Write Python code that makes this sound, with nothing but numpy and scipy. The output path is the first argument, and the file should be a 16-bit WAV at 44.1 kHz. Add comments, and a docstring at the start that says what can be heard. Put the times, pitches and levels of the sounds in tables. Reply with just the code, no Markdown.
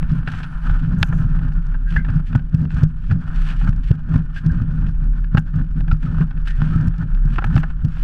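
"""Riding a bobsleigh

The run down an ice track, heard from a camera fixed to the sled. The chassis shudders, rough
patches and bumps in the ice drum and boom through the hull, and the steel runners grind, skid and
squeal. Loose fittings knock and tick; wind buffets the microphone and whistles thinly past an edge."""
import sys
import numpy as np
from scipy import signal
from scipy.fft import rfft, irfft
from scipy.io import wavfile
from scipy.ndimage import uniform_filter1d

SR = 44100
rng = np.random.default_rng(int(sys.argv[2]) if len(sys.argv) > 2 else 0)


def unload_wav(signal):
    """Save mono or channel-first audio to the path in sys.argv[1] as 16-bit WAV at rate SR, clipped to [-1, 1]."""
    wavfile.write(
        sys.argv[1],
        SR,
        np.round(np.clip(np.atleast_2d(signal).T, -1, 1) * 32767).astype(np.int16),
    )


N = 354255
T = np.arange(N) / SR


def undb(db):
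    """Decibels to gain."""
    return 10 ** (np.asarray(db) / 20)


def unit(x):
    """Scale to rms 1."""
    return x / np.sqrt(np.mean(x ** 2))


def even(x, span_s):
    """Hold the short-term rms of x near 1."""
    return x / np.sqrt(uniform_filter1d(x ** 2, int(span_s * SR)) + 1e-12)


def burst(x, db):
    """Scale a short sound so that its energy, spread over 10 ms, has level db."""
    return undb(db) * x / np.sqrt(np.sum(x ** 2) / (SR / 100) + 1e-18)


def add(out, x, start):
    """Mix x in from start, in seconds."""
    i = int(start * SR)
    a, b = max(i, 0), min(i + len(x), N)
    out[a:b] += x[a - i:b - i]


def fader(points):
    """Gain gliding through (seconds, dB) points."""
    times, db = np.transpose(points)
    return undb(np.interp(T, times, db))


def spells(rows, attack_s, release_s, slope_db=0):
    """Gain of (start, length, dB) rows: each rises, holds while changing by slope_db, and dies away."""
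    power, t = np.zeros(N), T[:SR]
    for start, length, db in rows:
        attack = np.minimum(t / attack_s, 1)
        hold = undb(db + slope_db * (np.minimum(t / length, 1) - 0.5))
        release = np.exp(-np.maximum(t - length, 0) / release_s)
        add(power, (attack * hold * release) ** 2, start)
    return np.sqrt(power)


def response(spectrum, resonances=(), bright_db=0, size=8192):
    """Causal impulse response of a spectrum with resonances and a treble shelf."""
    f = np.maximum(np.arange(size // 2 + 1) * SR / size, 1)
    hz, db = np.transpose(spectrum)
    shelf = bright_db * f ** 4 / (f ** 4 + 2100. ** 4)
    db = np.interp(np.log(f), np.log(hz), db) + shelf
    for centre, width, lift in resonances:
        db = db + lift / (1 + (2 * (f - centre) / width) ** 2)
    cepstrum = irfft(np.log(undb(db)))
    cepstrum[1:size // 2] *= 2  # fold to minimum phase
    cepstrum[size // 2 + 1:] = 0
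    return irfft(np.exp(rfft(cepstrum)))


def through(x, impulse):
    """Pass x through an impulse response."""
    return signal.fftconvolve(x, impulse)[:len(x)]


def noise_band(hz, width_hz, steady):
    """Noise around one pitch; steady (0-1) evens out its swells."""
    f = np.fft.fftfreq(N, 1 / SR)
    band = np.fft.ifft(np.fft.fft(rng.standard_normal(N)) / (1 + ((f - hz) / width_hz) ** 2) ** 2)
    swell = abs(band) / np.mean(abs(band))
    return unit(band.real / (swell ** 2 + 0.1) ** (steady / 2))


def wander(per_s):
    """A glide between random values, per_s of them a second, at rms 1."""
    step = max(int(SR / per_s), 1)
    held = np.repeat(rng.standard_normal(N // step + 1), step)
    return unit(uniform_filter1d(held, step)[:N])


def grains(per_s, spread_db):
    """Random clicks, a few much larger than the rest."""
    size = undb(spread_db * np.minimum(rng.exponential(size=N), 4))
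    return (rng.random(N) < per_s / SR) * size * rng.choice([-1, 1], N)


# Spells of thin whistle. Each row: start in seconds, length in seconds, level in dB.
WHISTLE_SPELLS = [(-.1, 0.81, -78.5), (1.75, .57, -82), (3.22, 0.41, -77.5), (4.35, .12, -80),
                  (5.85, 0.33, -85.5), (6.35, .25, -78)]

def wind_whistle():
    """Air sings past a small edge, in spells over a faint trace that never stops."""
    blowing = np.hypot(undb(-88.5), spells(WHISTLE_SPELLS, attack_s=0.12, release_s=0.04))
    return undb(1.5) * noise_band(10670, width_hz=100, steady=0.3) * blowing


def wind_buffet():
    """Wind beats on the microphone with a deep, uneven flutter."""
    return undb(-25.5) * noise_band(30, width_hz=40, steady=0) * undb(2 * wander(4.3))


# The crisp tone of a crackle. Each row: frequency in Hz, level in dB.
CRACKLE_EQ = [(2000, -34), (4500, -17), (6200, 0), (8500, -9.5), (10000, -12), (12500, -7.5), (15000, -32)]
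# Showers of crackles. Each row: start in seconds, length in seconds, level in dB.
CRACKLE_SHOWERS = [(.98, .11, -61.5), (1.12, 0.084, -63.5), (5.38, 0.017, -56), (6.872, 0.01, -58.5),
                   (7.44, 0.0094, -55), (7.565, 0.047, -61)]

def crackles():
    """Showers of tiny, bright clicks."""
    clicks = through(grains(per_s=360, spread_db=3.5), response(CRACKLE_EQ))
    return even(clicks, span_s=0.02) * spells(CRACKLE_SHOWERS, attack_s=0.002, release_s=0.002)


# Resonances of the shell and camera housing. Each row: centre in Hz, width in Hz, boost or cut in dB.
SHELL_RESONANCES = [(646, 88, 6), (800, 110, 10), (1050, 42, 4.5), (1320, 120, 4.5), (1485, 37, 4),
                    (1570, 19, 3), (1692, 260, 6), (2770, 120, -1), (2590, 64, 2.5), (3110, 64, -2.5),
                    (3540, 100, 3.5), (4480, 650, 1.5), (5130, 1300, 4.5), (6740, 300, -2), (7940, 2200, 5)]

def shell(x, eq, bright_db=0):
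    """A contact with its own tone, eq, is coloured by the shell and housing."""
    return through(x, response(eq, SHELL_RESONANCES, bright_db))


def panel_ring(x, ring_s=0.009, ring_db=-7):
    """The shell's many small modes add a short, grainy ring."""
    t = T[:SR // 10]
    tail = rng.standard_normal(len(t)) * np.exp(-t / ring_s)
    return x + undb(ring_db) * through(x, tail / np.sqrt(np.sum(tail ** 2)))


# The dry tone of the camera mount. Each row: frequency in Hz, level in dB.
MOUNT_EQ = [(400, -4.5), (1200, -0.5), (2600, 2), (4000, -2.5), (6000, -5.5), (8000, -15), (12000, -19.5),
            (15000, -27)]

def mount_chafing(swing, rough, slack=0.42):
    """The mount chafes at the crests of the hull's widest swings and ticks more often on rough ice."""
    pressure = np.clip(abs(swing) - slack, 0, slack)
    rub = unit(grains(per_s=5500, spread_db=3)) * pressure
    rub *= undb(4 * np.clip(wander(97), -2, 2))
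    shake = rough / np.mean(rough)
    ticks = unit(grains(per_s=45 * shake, spread_db=3.6))
    return undb(-64) * unit(shell(rub, MOUNT_EQ)) + undb(-70) * unit(shell(ticks, MOUNT_EQ))


def faint_knocks(count=120, per_s=8.3, db=-47.5, spread_db=6.5, contact_ms=3.3):
    """Faint knocks at random moments, as rows like those of the loud ones."""
    waits, sizes, lengths = rng.random((count, 3)).T
    starts = np.cumsum(-np.log(1 - waits) / per_s)
    return [(start, db + spread_db * (2 * size - 1), contact_ms * (0.5 + length), 0)
            for start, size, length in zip(starts, sizes, lengths) if start < T[-1]]


# The thick tone of a knock. Each row: frequency in Hz, level in dB.
KNOCK_EQ = [(100, 14), (400, -4.5), (650, -8), (1100, -2.5), (1600, 3.5), (2100, -9), (2700, -5),
            (4000, -22), (6000, -37), (9000, -47.5), (15000, -62.5)]
# Loud knocks, with two brief runner scrapes (4.36 s and 6.21 s) among them. 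Each row: start in seconds, level
# over 10 ms in dB, contact time in ms, brightness in dB.
LOUD_KNOCKS = [(0.028, -33.5, 1.7, 1), (.23, -35.5, 5.2, -4), (.275, -23.5, 6.7, 1.5),
               (0.337, -33, 6.5, -2), (0.404, -33, 7.4, -4), (.432, -33, 10.4, 15), (0.697, -29.5, 4.6, 1),
               (1.0292, -15.5, 2, 25.5), (1.032, -20, 1.2, -2), (1.126, -26.5, 9, -11.5),
               (1.745, -33.5, 8.1, -11), (1.962, -25, 6.6, -0.5), (2.047, -35.5, 7.1, 1),
               (2.086, -29, 13, -2.5), (2.328, -35, 5, 0), (2.351, -25, 5.9, -12), (2.654, -36.5, 2.6, -3),
               (2.706, -39, 2.8, 7), (3.11, -23.5, 8.1, -7), (3.5, -35.5, 18, 17), (3.613, -32.5, 5.8, -3),
               (3.914, -36.5, 1.5, 14.5), (4.141, -31.5, 2.3, -7.5), (4.16, -37, 3.2, 2),
               (4.36, -38, 11, 10), (4.866, -42, 5.7, 12), (5.349, -23.5, 3.8, -24),
               (5.372, -20.5, 4.7, 3.5), (5.379, -22.5, 4.5, 4), (5.807, -39.5, 1.4, 2),
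               (5.88, -35.5, 4.1, 0), (5.915, -27, 4, 5.5), (6.183, -35.5, 3, -9),
               (6.209, -27.5, 15.6, -10), (6.367, -46, 4.4, -4), (6.473, -35, 7.7, 18),
               (6.618, -27, 2.1, -4.5), (7.149, -46, 0.67, 15.5), (7.36, -34.5, 2.5, 3),
               (7.384, -15.5, 5.8, -9.5), (7.422, -24.5, 4, -15), (7.442, -21.5, 4.5, -4.5),
               (7.565, -22.5, 1.5, -5), (7.578, -25, 3.6, 7.5), (7.632, -27.5, 6.6, -3.5),
               (7.702, -38, 7.8, 1)]

def loose_fittings(rise_ms=0.024, strike_db=17):
    """A loose part strikes, then chatters for a few milliseconds; some knocks are dull, others bright. The
    long-contact rows at 4.36 s and 6.21 s are brief scrapes of a runner, played the same way."""
    out, t = np.zeros(N), T[:SR // 8]
    strike = undb(strike_db) * (t == 0)
    rise = 1 - np.exp(-t / (rise_ms / 1000))
    for start, db, contact_ms, bright_db in LOUD_KNOCKS + faint_knocks():
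        pressure = rise * np.exp(-(t / (contact_ms / 1000)) ** 2 / 2)
        chatter = rng.standard_normal(len(t)) * pressure
        add(out, burst(shell(strike + chatter, KNOCK_EQ, bright_db), db), start)
    return out


# Steel squeals. Each row: peak time in seconds, pitch in Hz, level in dB, rise in ms, decay in ms.
RUNNER_SQUEALS = [(1.89, 1573, -39.5, 26, 39), (1.966, 1670, -14.5, 2, 4.8), (1.977, 2050, -36, 6, 22),
                  (1.977, 1588, -30.5, 3.3, 24), (4.372, 1598, -31.5, 9.8, 13.5),
                  (4.499, 1570, -36.5, 4, 31), (5.916, 1350, -25.5, 2.9, 5.4), (6.069, 1280, -33.5, 3.4, 6),
                  (6.473, 1584, -34.5, 3, 21), (6.495, 1860, -40, 14, 36), (6.746, 1303, -35.5, 32, 25)]

def runner_squeals():
    """A runner catches on the ice and sings briefly at an unsteady pitch."""
    out, t = np.zeros(N), T[:SR // 2] - 0.1
    for peak_s, hz, db, rise_ms, decay_ms in RUNNER_SQUEALS:
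        swell = np.exp(-np.where(t < 0, (t / (rise_ms / 1000)) ** 2, t / (decay_ms / 1000)))
        pitch = hz * (1 + 0.038 * wander(700)[:len(t)])
        flutter = undb(0.83 * wander(230)[:len(t)])
        tone = unit(np.sin(2 * np.pi * np.cumsum(pitch) / SR) * flutter)
        add(out, undb(db) * swell * tone, peak_s + t[0])
    return out


# The rise and fall of the sub-bass shudder. Each row: time in seconds, level in dB.
SHUDDER_LEVELS = [(0.0, -20.5), (0.49, -38.5), (0.74, -12.5), (0.96, -25), (1.38, -16.5), (2.5, -23),
                  (2.7, -41), (2.75, -15.5), (2.91, -31), (3.06, -17.5), (3.24, -39), (3.38, -14.5),
                  (3.49, -18.5), (3.89, -17.5), (3.98, -34), (4.09, -17.5), (4.23, -29), (5.05, -14.5),
                  (5.57, -25.5), (5.61, -18.5), (7.09, -20.5), (7.13, -12.5), (7.96, -29), (8.03, -13.5)]

def chassis_shudder(hz=35.1, waver_hz=2.503):
    """The chassis bounces on its suspension at its own slow, wavering rate."""
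    phase = 2 * np.pi * np.cumsum(hz + waver_hz * wander(11)) / SR
    bounce = unit(np.sin(phase) * undb(1.5 * wander(22)))
    return undb(-0.1) * bounce * fader(SHUDDER_LEVELS)


# The booming modes of the hull. Each row: pitch in Hz, width in Hz, level in dB.
HULL_MODES = [(109, 8.5, -9), (158.4, 11.4, 13.5), (198, 66, -15), (229, 6.1, -9), (238, 25, -9),
              (280, 56, -18.5)]

def hull_boom(force):
    """A force rings the hull's modes; the narrow ones last longest."""
    t = T[:SR // 2]
    ring = sum(undb(db) * np.exp(-np.pi * width * t) * np.sin(2 * np.pi * hz * t)
               for hz, width, db in HULL_MODES)
    return through(force, ring)


# Bumps in the ice. Each row: peak time in seconds, level in dB, push time in ms, send to the boom in dB.
ICE_BUMPS = [(0.12, -10, 1.5, 3), (0.711, -14, 3.5, -1), (1.019, -10, 1.9, -24), (1.972, -7.5, 4.8, -14),
             (2.104, -9, 2.5, -14), (2.16, -12.5, 1.5, 10), (2.353, -5, 1.52, -16.5),
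             (2.361, -2, 1.9, -11.5), (2.548, -4, 2, -17.5), (2.617, -13.5, 1.9, 0.5),
             (2.746, -11, 3.7, -11.5), (2.836, -2.5, 2, 0), (3.116, -7.5, 2.5, -14),
             (3.127, -14.5, 2.4, 5.5), (3.693, -2.5, 1.92, -18), (3.913, 0, 2.1, -13.5),
             (4.141, -10, 1.9, -1.5), (4.16, -3, 1.7, -4.5), (4.464, -9, 1.41, 5.5), (4.52, -11, 3.8, 3),
             (4.62, -9, 1.7, 0.5), (5.351, -0.5, 1.75, -18), (5.382, -7, 1.5, 3.5), (5.559, -12, 1.5, 8),
             (5.931, -7, 2.1, -10), (6.208, -13.5, 1, 13.5), (6.623, -10.5, 1.41, -7),
             (6.762, -7.5, 1.5, 5), (6.813, -11, 1.6, -6.5), (6.882, -4.5, 2.3, -40),
             (7.256, -12.5, 1.52, 6.5), (7.557, -0.5, 2.1, -17.5), (7.573, -7, 1.4, -5.5),
             (7.85, -9, 1.6, 4)]

def ice_bumps(tick_db=-44):
    """Each bump heaves the hull out and back, leaves it booming and makes the camera mount tick."""
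    heave, blows, ticks = np.zeros((3, N))
    t = T[:SR // 20] - 0.025
    for peak_s, db, push_ms, boom_db in ICE_BUMPS:
        start = peak_s + t[0]
        u = t / (push_ms / 1000)
        push = undb(db) * (1 - u ** 2) * np.exp(-u ** 2 / 2)
        add(heave, push, start)
        add(blows, undb(boom_db) * push, start)
        chatter = rng.standard_normal(len(t)) ** 3 * np.exp(-abs(t) / 0.0011)
        add(ticks, burst(shell(chatter, MOUNT_EQ), db + tick_db), start)
    return undb(0.5) * heave + undb(-58) * hull_boom(blows) + ticks


# Rough ice. Each row: start in seconds, length in seconds, hull drumming in dB, runner grinding in dB.
ROUGH_PATCHES = [(0, 0.039, -22.5, -64), (0.086, .11, -20.5, -47.5), (0.247, 0.11, -27, -44.5),
                 (0.349, 0.11, -34, -46), (0.634, 0.13, -25, -41), (0.801, 0.22, -18, -60),
                 (1.076, 0.18, -17.5, -46.5), (1.283, 0.21, -21.5, -47), (1.537, 0.047, -24.5, -48),
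                 (1.656, 0.062, -30.5, -48), (1.903, 0.098, -21, -48), (2.05, 0.15, -23, -45.5),
                 (2.289, 0.11, -22.5, -50.5), (2.517, .14, -18.5, -52), (2.72, 0.12, -19, -42),
                 (3.085, 0.078, -16.5, -51), (3.2, 0.358, -29, -44.5), (3.617, .075, -20, -39.5),
                 (3.69, 0.088, -26.5, -68), (3.885, 0.067, -23.5, -50), (4.074, 0.12, -18, -43),
                 (4.426, 0.21, -20, -47.5), (4.67, 0.22, -21, -49), (4.997, 0.07, -24.5, -51.5),
                 (5.128, 0.065, -32, -50), (5.314, 0.084, -23, -46.5), (5.455, 0.034, -35, -50),
                 (5.526, 0.089, -19, -46), (5.745, 0.072, -20.5, -50.5), (5.86, 0.084, -22, -53.5),
                 (6.024, 0.21, -20, -46), (6.342, 0.032, -26, -64), (6.579, 0.3, -18.5, -44),
                 (6.977, .06, -19.5, -44), (7.07, .08, -32.5, -55.5), (7.233, .1, -23.5, -56),
                 (7.442, 0.15, -18, -54), (7.633, 0.042, -32, -48), (7.828, 0.038, -18.5, -61)]

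def rough_ice(attack_s=0.017, slope_db=1.5, smooth_ice_db=-32):
    """Two gains: how hard the ice shakes the sled (always a little), and how its rough patches grind."""
    drum_rows = [(start, length, db) for start, length, db, _ in ROUGH_PATCHES]
    grind_rows = [(start, length, db) for start, length, _, db in ROUGH_PATCHES]
    drum = spells(drum_rows, attack_s, release_s=0.033, slope_db=slope_db)
    grind = spells(grind_rows, attack_s, release_s=0.0088, slope_db=slope_db)
    return np.hypot(undb(smooth_ice_db), drum), grind


# The dark tone of the rumble. Each row: frequency in Hz, level in dB.
RUMBLE_EQ = [(30, -16), (62, 0), (92, 1), (125, 1), (165, 0.5), (200, -6), (260, -8), (320, -21),
             (420, -32.5), (600, -33), (1200, -53), (4000, -86.5)]

def hull_drumming(rough):
    """Rough ice shakes the sled with a broad rumble, which keeps the hull booming."""
    rumble, shaking = (unit(through(rng.standard_normal(N), response(RUMBLE_EQ))) for _ in range(2))
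    boom = even(hull_boom(shaking), span_s=0.11)
    return undb(-0.5) * even(rumble + undb(4) * boom, span_s=0.06) * rough


# The tones of the gritty scrape and the brighter spray. Each row: frequency in Hz, level in dB.
SCRAPE_EQ = [(150, 9), (400, -14.5), (700, -8.5), (1100, -0.5), (1450, 6), (1750, -2), (2050, -13.5),
             (3000, -28), (5000, -57.5), (15000, -55)]
SPRAY_EQ = [(800, -19), (1600, 3.5), (2200, 2), (2900, 5), (3900, -6.5), (5000, -12.5), (6300, -15.5),
            (8000, -22), (10000, -25), (14000, -32)]
# The bed of grinding between rough patches. Each row: time in seconds, level in dB.
GLIDE_LEVELS = [(0, -47), (.2, -50), (.55, -44.5), (1.3, -49), (1.8, -55), (2.45, -59), (3, -57),
                (4.3, -54), (5.4, -59.5), (6.4, -53), (7.2, -52.5), (7.55, -41.5), (7.75, -55.5),
                (8.03, -51)]
# Skids swell until the runners grip. Each row: start in seconds, length in seconds, spray level in dB.
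RUNNER_SKIDS = [(.08, 0.065, -53.5), (.26, 0.15, -48.5), (.6, 0.26, -58.5), (1.87, 0.11, -50.5),
                (2.25, 0.034, -52), (2.69, 0.11, -54.5), (2.99, 0.12, -60), (3.34, 0.18, -46.5),
                (3.55, 0.095, -51), (3.82, 0.076, -52.5), (4.09, 0.049, -63), (4.34, .04, -45),
                (6, 0.073, -54), (6.45, 0.058, -47.5), (6.53, 0.22, -54), (7.29, 0.068, -52.5),
                (7.51, 0.098, -53), (7.9, 0.12, -55.5)]

def runners(patch_grind):
    """Steel grinds over ice grains and rings the shell, louder on rough patches; skids add spray."""
    grinding = np.hypot(fader(GLIDE_LEVELS), patch_grind)
    skidding = spells(RUNNER_SKIDS, attack_s=0.015, release_s=0.015, slope_db=6)
    light_spray = np.hypot(undb(-13) * grinding, undb(-69.5))  # follows the grinding, never stops
    spraying = np.hypot(skidding, light_spray)
    judder = undb(2.36 * wander(130))
    coarse = panel_ring(grains(per_s=2500, spread_db=2.5) * judder)
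    fine = panel_ring(grains(per_s=4000, spread_db=3.4) * judder)
    scrape = undb(3) * even(shell(coarse, SCRAPE_EQ), span_s=0.11) * grinding
    spray = undb(1.57) * even(shell(fine, SPRAY_EQ), span_s=0.13) * spraying
    return undb(0.5 * wander(60)) * (scrape + spray)


def scene():
    """Everything rides with the sled and reaches one microphone."""
    rough, patch_grind = rough_ice()
    hull = hull_drumming(rough) + ice_bumps()
    low_end = hull + chassis_shudder() + wind_buffet()
    grit = mount_chafing(hull, rough) + runners(patch_grind) + crackles()
    return (low_end + grit + loose_fittings() + runner_squeals() + wind_whistle())[None]


def record(dry, top_hz=15500):
    """The camera rounds the highest peaks and cuts the top."""
    rounded = dry / (1 + dry ** 8) ** (1 / 8)
    return signal.sosfilt(signal.ellip(8, 0.2, 70, top_hz, fs=SR, output="sos"), rounded)


dry = scene()
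out = record(dry)
unload_wav(out)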